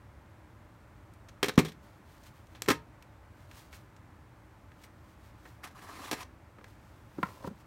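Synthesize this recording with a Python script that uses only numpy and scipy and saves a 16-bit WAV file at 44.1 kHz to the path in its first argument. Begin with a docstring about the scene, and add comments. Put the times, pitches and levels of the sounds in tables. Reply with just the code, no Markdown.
"""Cassette out of its sleeve

A hand turns a tape cassette over in its card sleeve and lets it slide out onto a carpet.
The loose cassette clacks and thuds: each blow is a chatter of tiny contacts ringing its plastic shell.
Fingers hiss on the card, plastic catches and slips on the way out, and a few dull knocks follow close by.
The room is small and quiet, with a low steady rush of air."""
import sys
import numpy as np
from scipy import signal
from scipy.fft import rfft
from scipy.io import wavfile
from scipy.ndimage import uniform_filter1d

SR = 44100
rng = np.random.default_rng(int(sys.argv[2]) if len(sys.argv) > 2 else 0)


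def wav_out(sig):
    """Save sig, one row per channel (or a flat mono array), as 16-bit PCM at SR to the path in sys.argv[1]."""
    wavfile.write(sys.argv[1], SR, np.round(np.clip(np.atleast_2d(sig).T, -1, 1) * 32767).astype(np.int16))


N = 337806
SIZE = 8192  # samples in one blow or filter
HZ = np.fft.rfftfreq(SIZE, 1 / SR)
AGE, TIME = np.arange(SIZE) / SR, np.arange(N) / SR


def amp(db):
    """Decibels to gain."""
    return 10 ** (np.asarray(db) / 20)


def unit(x):
    """Scales to rms 1."""
    return x / np.sqrt(np.mean(x ** 2) + 1e-20)


def curve(points, hz=HZ):
    """Joins breakpoints on a log-frequency axis."""
    f, value = np.transpose(points)
    return np.interp(np.log(hz + 1), np.log(f), value)


def bells(modes):
    """Resonances as a bell EQ curve in dB."""
    return sum(db / (1 + (2 * (HZ - hz) / width) ** 2) for hz, width, db in modes)


def ring(x, eq_db):
    """Minimum-phase EQ, so that peaks ring on after a blow."""
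    log_gain = np.log(amp(np.r_[eq_db, eq_db[-2:0:-1]]))
    response = np.fft.ifft(np.exp(np.conj(signal.hilbert(log_gain)))).real
    return signal.fftconvolve(x, response[:SIZE // 2])[:len(x)]


def add(mix, s, sound):
    """Mixes a sound in at s seconds."""
    part = mix[round(s * SR):][:len(sound)]
    part += sound[:len(part)]


def grains(count, per_s, spread_db):
    """Random tiny contacts of uneven size."""
    size = amp(spread_db * np.minimum(rng.exponential(1, count), 4))
    return unit(size * rng.standard_normal(count) * (rng.random(count) < per_s / SR))


def strokes(rows):
    """Friction envelope: each stroke swells to its peak at t and dies away."""
    return np.max([amp(db) * np.exp(-np.maximum((s - TIME) / swell, (TIME - s) / fade))
                   for s, db, swell, fade in rows], axis=0)


def blows(rows, body_db, bass_hz=520, treble_hz=3600, spot_db=4, note_db=5):
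    """Each blow is a dying chatter of tiny contacts that rings the body; hard corners are brighter."""
    out = np.zeros(N)
    low_shelf = 1 / (1 + (HZ / bass_hz) ** 4)
    high_shelf = 1 - 1 / (1 + (HZ / treble_hz) ** 2)
    for s, db, chatter, bass_db, treble_db, spot_hz in rows:
        attack = 1 - np.exp(-AGE / min(0.0012, 0.3 * chatter))
        force = grains(SIZE, per_s=14000, spread_db=1) * attack * np.exp(-AGE / chatter)
        # flatten the chatter's own spectrum, so the body sets the tone
        uneven_db = 10 * np.log10(uniform_filter1d(abs(rfft(force)) ** 2, size=60) + 1e-9)
        # the struck spot favours a broad band, with a short note at its centre
        spot = bells([(spot_hz, 0.49 * spot_hz, spot_db), (spot_hz, 0.035 * spot_hz, note_db)])
        tone_db = body_db + bass_db * low_shelf + treble_db * high_shelf + spot
        add(out, s, ring(force, db + tone_db - uneven_db))
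    return out


# tone of cassette and sleeve: f/Hz, level/dB
SHELL_EQ = [(50, -16), (150, 0.5), (420, 2), (640, -6), (1100, -2.5), (2300, -4), (4000, -8.5), (7000, -13),
            (9500, -15.5), (10600, -20.5), (13000, -16.5), (16000, -26)]
# resonances of the plastic: f/Hz, width/Hz, gain/dB
SHELL_MODES = [(432, 15, 6), (515, 27, 7), (740, 37, 5.5), (1047, 28, 4.5), (1230, 50, 3.5),
               (1404, 60, -2.5), (1656, 70, 5), (1820, 84, 3.5), (2040, 35, 1.5), (2270, 28, 4),
               (2270, 18, 1.5), (2640, 41, 4), (2830, 51, -5), (3280, 83, 5), (4120, 160, 4.5),
               (5620, 300, 5.5)]
def shell():
    """The sleeved plastic shell's voice, as an EQ curve in dB."""
    return curve(SHELL_EQ) + bells(SHELL_MODES)


# cassette hits sleeve: t/s, level/dB, chatter/s, bass/dB, treble/dB, spot f/Hz
CLACKS = [(1.4287, 11.5, 0.0052, -1, -2, 3150), (1.4415, 4.5, 0.0052, 6.5, -2, 2200),
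          (1.456, -6.5, 0.0097, 10, 7, 2000), (1.4827, 1.8, 0.006, 7, 3, 3760),
          (1.494, 3.5, 0.0028, -4, -6.5, 1550), (1.5768, 14, 0.011, 0, -9.5, 1104),
          (1.588, 7.7, 0.007, 13, 3, 2400), (2.6782, -8.5, .009, 17, 4, 1000),
          (2.685, 12.5, 0.0082, 3, -1, 1350), (2.702, 11, 0.0032, 0, -1.5, 1270),
          (2.707, 6.5, 0.0091, 3, 1.5, 2010), (2.7157, 5, 0.0045, 4.5, -4, 1590),
          (6.1125, 2, 0.0064, 1, 5.5, 724), (6.1283, 1.8, 0.01, 3.5, 1, 760)]
def clacks(settle_s=1.648, gap_s=0.0355):
    """The loose cassette clacks, rattles to rest in ever weaker, shorter rebounds and snaps once."""
    rebounds = [(settle_s + k * gap_s, -6 - 8 * k, 0.015 * 0.66 ** k, 10.5 - 11 * k, 4, 3500)
                for k in range(3)]
    snap = (2.6208, -4.7, 0.0011, -3, 11, 7500)
    return blows(CLACKS + rebounds + [snap], shell())


# the weight under the blows: t/s, level/dB, f/Hz
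THUDS = [(1.429, -25, 432), (1.439, -31, 440), (1.578, -5, 204), (1.592, -19, 264), (2.6837, -16.5, 413),
         (2.7055, -18, 267), (6.127, -36, 238), (7.182, -36, 332), (7.193, -39, 200), (7.231, -26.5, 175),
         (7.477, -38, 186), (7.508, -38, 219)]
def thuds(full_level_swell_s=0.0024, soften_db=24.5):
    """The whole mass stops in a few cushioned low swings; the harder the blow, the shorter the push."""
    out = np.zeros(N)
    for s, db, hz in THUDS:
        swell = full_level_swell_s * 2 ** (-db / soften_db)
        push = (AGE / swell * np.exp(1 - AGE / swell)) ** 2
        add(out, s, amp(db) * push * np.sin(2 * np.pi * hz * AGE))
    return out


# light taps on card and plastic: t/s, level/dB, chatter/s, treble/dB, spot f/Hz
TAPS = [(1.1365, -44.5, .0033, 21, 9000), (1.286, -18, 0.0056, -1, 6500), (1.538, -26, 0.0024, 4, 7000),
        (1.555, -21, 0.0045, 2, 6000), (2.2365, -33, .002, 9, 6500), (2.469, -35, .002, 7, 6500),
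        (2.549, -16, 0.018, -4.5, 3500), (2.660, -12.5, 0.0035, -3, 2190), (3.024, -25, .0026, 6.5, 2540),
        (3.513, -19, 0.0027, -1, 2520), (3.7272, -16.5, .008, 0, 2220), (3.964, -27.5, .003, 0, 7000),
        (4.718, -19, .002, -19, 1820), (4.8361, -22.5, 0.0079, 9, 2180), (5.4532, -12, .0077, -20, 1710),
        (6.2289, -10.5, 0.0031, -5.5, 6040), (6.585, -15, 0.0036, -26, 1180),
        (6.611, -18, 0.0034, -27, 1185), (6.6425, -14.5, 0.0023, -7, 1850)]
def taps(bass_db=-9.5, bass_tilt=-0.34):
    """Short blows with little weight behind them; the duller the tap, the rounder its low end."""
    rows = [(s, db, chatter, bass_db + bass_tilt * treble_db, treble_db, hz)
            for s, db, chatter, treble_db, hz in TAPS]
    return blows(rows, shell(), spot_db=5, note_db=6)


def slide_envelope(start_s=5.748, brake_s=6.145, free_s=6.225, full_speed_db=-46.5):
    """Friction grows as the cassette speeds up, dips as a knock brakes it and ends as it comes free."""
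    speed = np.clip((TIME - start_s) / (free_s - start_s), 0, 1)
    brake = 1 - 0.46 * np.exp(-((TIME - brake_s) / 0.03) ** 2)
    release = np.exp(-np.maximum(TIME - free_s, 0) / 0.0081)
    return amp(full_speed_db) * (speed * brake) ** 0.36 * release


# tone of plastic on card: f/Hz, level/dB
SLIDE_EQ = [(110, -55), (180, -11.5), (305, 0), (506, -10), (683, -4), (1200, 1.5), (1470, -7), (1650, -4),
            (3370, -14), (3910, -12.5), (4720, -15.5), (12300, -21), (16000, -27)]
# the cassette catches in the sleeve: t/s, level/dB, swell/s, fade/s
SCRAPES = [(5.642, -38.5, 0.0048, 0.018), (5.673, -46, 0.0033, 0.011), (5.712, -60.5, .008, 0.023),
           (6.05, -51.5, 0.023, .02), (6.213, -51, .012, 0.0077)]
def slide(patchy_db=3, catch_db=1.5, smooth_above_hz=4000):
    """Plastic sticks and slips on card thousands of times a second; the tone shifts as it moves."""
    slips = ring(grains(N, per_s=18000, spread_db=0.4), curve(SLIDE_EQ) + 0.34 * bells(SHELL_MODES))
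    hz, _, spectra = signal.stft(slips, SR, nperseg=512)
    patches = uniform_filter1d(rng.standard_normal(spectra.shape), size=6, axis=0)
    patches = unit(uniform_filter1d(patches, size=5, axis=1))
    patches /= 1 + (hz[:, None] / smooth_above_hz) ** 2  # the fine hiss stays even
    catches = unit(uniform_filter1d(rng.standard_normal(spectra.shape[1]), size=3))
    texture = signal.istft(spectra * amp(patchy_db * patches + catch_db * catches))[1][:N]
    return (strokes(SCRAPES) + slide_envelope()) * unit(texture)


# close knocks: t/s, level/dB, chatter/s, bass/dB, treble/dB, spot f/Hz
KNOCKS = [(7.1833, -4, 0.0046, 10.5, -11, 357), (7.2293, 10, 0.0035, -4, 7.5, 1170),
          (7.287, -12.5, .0037, 6, 1, 4500), (7.442, 1, 0.0088, 4.5, -16, 935),
          (7.473, 2.8, 0.0042, 5, -21, 578)]
# their dark tone: f/Hz, level/dB
KNOCK_EQ = [(50, -10), (160, 0), (330, 0), (700, -8.5), (1000, -1), (1500, -7.5), (2200, -12.5),
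            (3500, -27), (7000, -43.5), (16000, -42)]
# their resonances: f/Hz, width/Hz, gain/dB
KNOCK_MODES = [(547, 43, 9), (970, 98, 5.6), (1356, 88, 9.2), (1920, 120, 4)]
def knocks():
    """Dull blows that ring in the mids, with little top end."""
    return blows(KNOCKS, curve(KNOCK_EQ) + bells(KNOCK_MODES), treble_hz=1700)


def spring(jolt_s=2.707, peak_db=-42, hz=930, t60_s=0.37):
    """The spring of the cassette's flap, jolted once: a thin metal note that outlasts the clack."""
    age = np.maximum(TIME - jolt_s, 0)
    return amp(peak_db) * np.exp(-np.log(1000) * age / t60_s) * np.sin(2 * np.pi * hz * age)


# finger strokes on the sleeve: t/s, level/dB, swell/s, fade/s
BRUSHES = [(1.84, -68.5, .02, .15), (2.12, -66, 0.06, 0.15), (2.268, -59.5, 0.044, .028),
           (2.36, -68, 0.04, 0.084), (2.53, -69, .04, 0.045), (3.41, -67.5, .05, 0.069),
           (3.58, -56, 0.05, .056), (3.745, -56.5, 0.02, 0.042), (4.843, -61, 0.04, .022),
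           (5.116, -70.5, 0.11, .04), (5.262, -66.5, 0.055, .05), (5.49, -64, 0.08, 0.061),
           (6.69, -66.5, 0.037, .07), (6.87, -72, 0.16, .6), (7.29, -59.5, 0.11, .13),
           (7.476, -54, .028, 0.0078), (7.61, -67, .05, .02)]
# tone of skin on card: f/Hz, level/dB
BRUSH_EQ = [(200, -11), (900, 6.5), (2200, 5), (4000, 3), (6500, -0.5), (9000, -2.5), (10500, -5.5),
            (13000, -3), (16000, -5)]
def fingers(trim_db=1):
    """Skin brushes the card in a fine, faint hiss."""
    texture = ring(grains(N, per_s=6000, spread_db=-1.5), curve(BRUSH_EQ))
    return amp(trim_db) * strokes(BRUSHES) * unit(texture)


# a hand shifts its grip close by: t/s, level/dB, swell/s, fade/s
GRIP_SHIFTS = [(7.262, -53.5, .008, 0.14), (7.437, -49.5, 0.039, 0.026)]
# tone of the rubbed casing: f/Hz, level/dB
GRIP_EQ = [(100, -9), (600, -3), (850, -9), (1010, 5.5), (1200, -12), (2000, -27), (5000, -25.5),
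           (16000, -38)]
def grip():
    """Skin drags on a casing, which hums at one note."""
    texture = ring(grains(N, per_s=1700, spread_db=-2), curve(GRIP_EQ))
    return strokes(GRIP_SHIFTS) * unit(texture)


# reverb decay: f/Hz, T60/s
ROOM_T60 = [(100, 0.34), (300, 0.2), (1000, 0.18), (3000, 0.2), (8000, 0.15), (16000, 0.14)]
# low room resonances: f/Hz, width/Hz, gain/dB
ROOM_MODES = [(156, 11, 8), (295, 15, 3), (360, 15, 3), (431, 14, 1)]
def room(send, wet_db=-14, predelay_s=0.006, echoes_per_s=3000):
    """Sparse reflections from nearby furniture and walls, each band dying at its own speed."""
    count = SR // 2
    echoes = rng.choice([-1., 1.], count) * (rng.random(count) < echoes_per_s / SR)
    echoes *= TIME[:count] > predelay_s
    hz, t, spectra = signal.stft(echoes, SR, nperseg=256)
    decay = np.exp(-np.log(1000) * t / curve(ROOM_T60, hz)[:, None])
    tail = signal.istft(spectra * decay, SR)[1]
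    tail = ring(tail / np.linalg.norm(tail), wet_db + bells(ROOM_MODES))
    return signal.fftconvolve(send, tail)[:N]


# room tone: f/Hz, level/dB
AIR_EQ = [(20, -5), (38, -7.5), (62, 0.5), (115, 0), (145, -8), (310, -13), (430, -18.5), (900, -17.5),
          (1300, -19), (2100, -25), (3000, -33), (5000, -39), (9000, -41.5), (10400, -46), (11500, -43),
          (16000, -46.5)]
# its resonances: f/Hz, width/Hz, gain/dB
AIR_MODES = [(313.7, 23, 6.5), (586, 35, 6.5), (868, 57, 3), (1020, 18, 4)]
def air(level_db=-54.5):
    """A steady low bed of rushing air, coloured by the room."""
    return amp(level_db) * unit(ring(rng.standard_normal(N), curve(AIR_EQ) + bells(AIR_MODES)))


def scene(thud_send_db=-3):
    """Mono mix: cassette, hand and knocks with their reverb, over the room tone."""
    foley = clacks() + taps() + slide() + fingers() + knocks() + grip()
    weight = thuds()
    reverb = room(foley + amp(thud_send_db) * weight)
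    return (foley + weight + spring() + reverb + air())[None]


def record(dry, low_cut_hz=42, high_cut_hz=15950):
    """Rolls off the deepest bass and cuts the very top."""
    low_cut = signal.butter(3, low_cut_hz, "high", fs=SR, output="sos")
    high_cut = signal.firwin(511, high_cut_hz, window=("kaiser", 9), fs=SR)
    return signal.oaconvolve(signal.sosfilt(low_cut, dry), high_cut[None], "same")


dry = scene()
out = record(dry)
wav_out(out)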